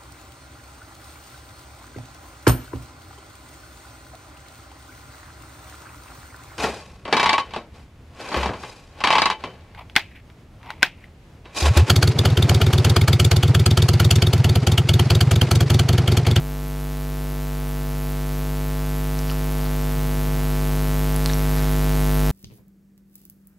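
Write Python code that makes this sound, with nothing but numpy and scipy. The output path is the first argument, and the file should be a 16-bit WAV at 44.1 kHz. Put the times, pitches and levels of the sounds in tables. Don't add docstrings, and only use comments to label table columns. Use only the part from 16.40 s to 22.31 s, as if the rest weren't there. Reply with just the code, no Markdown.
import sys
import numpy as np
from scipy import signal
from scipy.fft import rfft, irfft
from scipy.io import wavfile
from scipy.ndimage import uniform_filter1d, map_coordinates

SR = 44100
rng = np.random.default_rng(int(sys.argv[2]) if len(sys.argv) > 2 else 0)


def nominal_scale(level):
    x = np.asarray(level, float) / 20
    return 10 ** x


def file_out(sig):
    cols = np.atleast_2d(sig).T
    lim = np.clip(cols, -1, 1)
    pcm = np.round(lim * 32767).astype(np.int16)
    wavfile.write(sys.argv[1], SR, pcm)


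N = 260693

# (t/s, f/Hz)
MAINS_DRIFT = [(0, 49.9754), (2, 49.9755), (4, 49.9768), (5.92, 49.9793)]
FIRST_FIRING_S, CONDUCTION_MS = 0.01121, 5.32
# (offset/1, power swing/1, swing lead/ms, cusp/1, cusp rise/ms,
# cusp tail/1, recovery/1, recovery time/ms)
HALF_CYCLES = [
    (0.84, 2.437, 0.64, 1.14, 0.31, 0.9, 1.415, 3.97),
    (0.33, 2.545, 0.31, 1.59, 0.29, 0.14, 1.45, 4.4),
]
# (f/Hz, width/Hz, rising level/dB, falling level/dB)
WIRING_MODES = [(11580, 710, -28, -10.5), (12200, 3600, -6.5, -19), (14500, 6600, -9, -4)]
WHINE_HZ, BEAT_HZ = 823.2, 2.6
WHINE_SIDEBANDS = [-2, -1, 0, 1, 2, 3, 5]
WHINE_LEVELS = [-37, -34, -31, -40, -42.5, -38, -43.5]
# (f/Hz, width/Hz, level/dB)
DUCT_MODES = [(131.3, 11, -28.5), (155.5, 10, -36.5), (230, 81, -35.5)]
# (f/Hz, level/dB per Hz)
HISS_SPECTRUM = [(30, -53), (80, -47.5), (200, -51.5), (380, -52), (700, -57), (2500, -59.5), (10000, -60),
                 (13500, -58.5)]
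# (f/Hz, level/dB per Hz)
SIDE_SPECTRUM = [(40, -1), (150, -9), (400, -0.5), (650, -5), (1200, -25), (4500, -23.5), (9000, -19),
                 (12000, -32)]
SIDE_PATCHY_DB = 3.5
GAIN_START_DB, GAIN_CREEP_DB_PER_S = -29.5, 1.59
# (t/s, peak level/dB, f/Hz, overtone level/dB)
BUTTON_SNAPS = [(2.7905, -23, 4970, -38), (2.7905, -30, 6300, -45), (2.880, -31, 5000, -48),
                (2.906, -24, 4900, -35), (2.9145, -26, 5100, -45), (4.7625, -29, 5060, -13.5),
                (4.7627, -28, 8700, -50), (4.8599, -9.5, 4260, -15), (4.8598, -16.5, 1400, -30),
                (4.8599, -25, 5230, -23), (4.892, -24, 3570, -40), (4.927, -27, 3300, -42)]
SNAP_WIDTH_HZ, OVERTONE_RATIO, OVERTONE_WIDTH_HZ = 1500, 2.05, 2500
# (t/s, peak level/dB, f/Hz)
BARREL_TAPS = [(2.791, -32, 9000), (2.8983, -27, 4550), (2.8988, -23.5, 2800), (2.8988, -33, 1700),
               (2.9145, -36, 3100), (2.9145, -28, 1240), (3.212, -36, 4600), (3.256, -32, 4500),
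               (3.261, -34, 1200), (4.898, -22, 3750), (4.8982, -23, 1780), (4.9345, -19, 5860),
               (4.9345, -28, 4170), (4.9345, -31, 2220), (3.266, -33, 4700)]
TAP_WIDTH_HZ, TAP_WIDTH_SLOPE = 330, 0.67
SCRAPE_PER_WIDTH = 9
# (t/s, held/s, drag level/dB, scratch level/dB)
PAPER_STROKES = [
    (4.855, 0.093, -38, -28),
    (5.0, 0.11, -24, -34),
    (5.12, 0.17, -21.5, -28.5),
]
STROKE_RISE_S, STROKE_FADE_DB_PER_S = 0.018, 240
TOP_HZ = 15740


def curve(table):
    return np.interp(np.arange(N) / SR, *np.transpose(table), right=table[-1][1])


def coloured(table):
    hz, db = np.transpose(table)
    log_hz = np.log(np.fft.rfftfreq(N, 1 / SR) + 1)
    shape = nominal_scale(np.interp(log_hz, np.log(hz), db))
    return irfft(rfft(rng.standard_normal(N)) * shape, N) * np.sqrt(SR / 2)


def resonate(x, hz, width):
    return signal.lfilter(*signal.iirpeak(min(hz, SR / 2.2), hz / width, SR), x)


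def walk(rate):
    held = int(SR / rate)
    steps = np.repeat(rng.standard_normal(N // held + 1), held)
    level = uniform_filter1d(uniform_filter1d(steps, held), held)[:N]
    return level / level.std()


def mains_cycles():
    hz = curve(MAINS_DRIFT)
    waver = 8e-5 * walk(100)
    return np.cumsum(hz) / SR - hz[0] * FIRST_FIRING_S + waver


def half_wave(ms, offset, swing, lead, cusp, rise, tail, recovery, fall):
    after = ms - CONDUCTION_MS
    power_swing = swing * np.cos(2 * np.pi * (ms + lead) / 10)
    on = offset + power_swing + cusp * np.exp(np.minimum(after, 0) / rise)
    off = tail * np.exp(-np.maximum(after, 0) / 0.12) - recovery * np.exp(-after / fall)
    return np.where(after < 0, on, off)


def buzz(cycles, size=4096):
    ms = np.arange(size) * 10 / size
    rising, falling = HALF_CYCLES
    spectrum = rfft(np.r_[half_wave(ms, *rising), -half_wave(ms, *falling)])
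    order = np.arange(len(spectrum))
    audible = (order > 0) * (order < 340)
    spectrum *= audible / (1 + 1j * order / 490.0)
    return map_coordinates(irfft(spectrum), [cycles % 1 * 2 * size], order=1, mode="grid-wrap")


def ringing(cycles):
    half = np.floor(2 * cycles)
    at = np.flatnonzero(np.diff(half)) + 1
    late = (2 * cycles[at] - half[at]) / (2 * (cycles[at] - cycles[at - 1]))
    taps = np.arange(-8, 8)[None] + late[:, None]
    kernel = np.sinc(taps) * np.cos(np.pi * taps / 18) ** 2
    places = (at[:, None] + np.floor(taps)).astype(int)
    scatter = nominal_scale(2.0 * rng.standard_normal(len(at)))
    falling = (half % 2).astype(int)
    fizz = 0.35 * np.exp(-(2 * cycles % 1) / 0.1) * rng.standard_normal(N)
    out = 0
    for hz, width, *db in WIRING_MODES:
        strength = nominal_scale(np.array(db))[falling] * (1 - 2 * falling)
        drive = np.r_[fizz * strength * np.sqrt(SR / width), np.zeros(8)]
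        shock = (scatter * strength[at])[:, None] * SR / width / 2
        np.add.at(drive, places, kernel * shock)
        out = out + resonate(resonate(drive[:N], hz, width), hz, width)
    return out


def whine():
    s = np.arange(N) / SR
    hz = WHINE_HZ + 2 * MAINS_DRIFT[0][1] * np.array(WHINE_SIDEBANDS)[:, None]
    start = 2 * np.pi * rng.random(hz.shape)
    strong = np.sin(2 * np.pi * hz * s + start)
    weak = 0.34 * np.sin(2 * np.pi * ((hz - BEAT_HZ) * s + 0.38) + start)
    return nominal_scale(np.array(WHINE_LEVELS)) @ (strong + weak) * nominal_scale(1.5 * walk(3))


def ventilation():
    duct = 0
    for hz, width, db in DUCT_MODES:
        turbulence = rng.standard_normal(N)
        duct = duct + nominal_scale(db) * resonate(turbulence, hz, width) * np.sqrt(SR / width)
    hiss = coloured(HISS_SPECTRUM)
    bass = signal.lfilter(*signal.butter(2, 700, fs=SR), hiss)
    swell = nominal_scale(2 * walk(4.25))
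    return duct * swell + hiss + bass * (nominal_scale(1.5 * walk(8)) - 1)


def pen():
    modes = [(t, db, hz, SNAP_WIDTH_HZ) for t, db, hz, _ in BUTTON_SNAPS]
    modes += [(t, db, hz * OVERTONE_RATIO, OVERTONE_WIDTH_HZ) for t, _, hz, db in BUTTON_SNAPS]
    modes += [(t, db, hz, TAP_WIDTH_HZ * (hz / 1000) ** TAP_WIDTH_SLOPE) for t, db, hz in BARREL_TAPS]
    out, s = np.zeros(N), np.arange(6000) / SR
    for k, (t, db, hz, width) in enumerate(modes):
        scrape = nominal_scale(-60 * s * width / SCRAPE_PER_WIDTH)
        tail = nominal_scale(-12.5 - 60 * s / 0.23)
        snap = rng.standard_normal(len(s)) * (scrape + tail)
        snap[0] = 20 * (-1) ** k
        click = resonate(resonate(snap, hz, width), hz, width)
        start = int(t * SR)
        out[start:start + len(s)] += click * nominal_scale(db) / np.abs(click).max()
    return out


def paper():
    grains = rng.standard_normal(N) * nominal_scale(2 * walk(90))
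    drag = resonate(resonate(grains, 1750, 900), 1600, 1800)
    scratch = resonate(resonate(grains, 3600, 2600), 4200, 3600)
    s, out = np.arange(N) / SR, 0
    for start, held, drag_db, scratch_db in PAPER_STROKES:
        rise = np.clip((s - start) / STROKE_RISE_S, 0, 1)
        fade = nominal_scale(-STROKE_FADE_DB_PER_S * np.maximum(s - start - held, 0))
        out = out + rise * fade * (nominal_scale(drag_db) * drag + nominal_scale(scratch_db) * scratch)
    return 4 * out


def scene():
    cycles = mains_cycles()
    line = buzz(cycles) + ringing(cycles) + whine() + ventilation() + paper()
    side = coloured(SIDE_SPECTRUM) * nominal_scale(-62.0 + SIDE_PATCHY_DB * walk(3.04))
    side = side - resonate(line, 580, 450) * nominal_scale(-42.0) - line * nominal_scale(-55.5)
    gain = nominal_scale(GAIN_START_DB + GAIN_CREEP_DB_PER_S * np.arange(N) / SR)
    return gain * (line + side * np.array([[1], [-1]])) + pen()


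def band_limit(x):
    return signal.sosfilt(signal.butter(12, 16780, fs=SR, output="sos"), x)


def record(dry):
    below_top = np.fft.rfftfreq(N, 1 / SR) < TOP_HZ
    mix = irfft(rfft(dry) * below_top, N)
    return band_limit(mix)


dry = scene()
out = record(dry)
file_out(out)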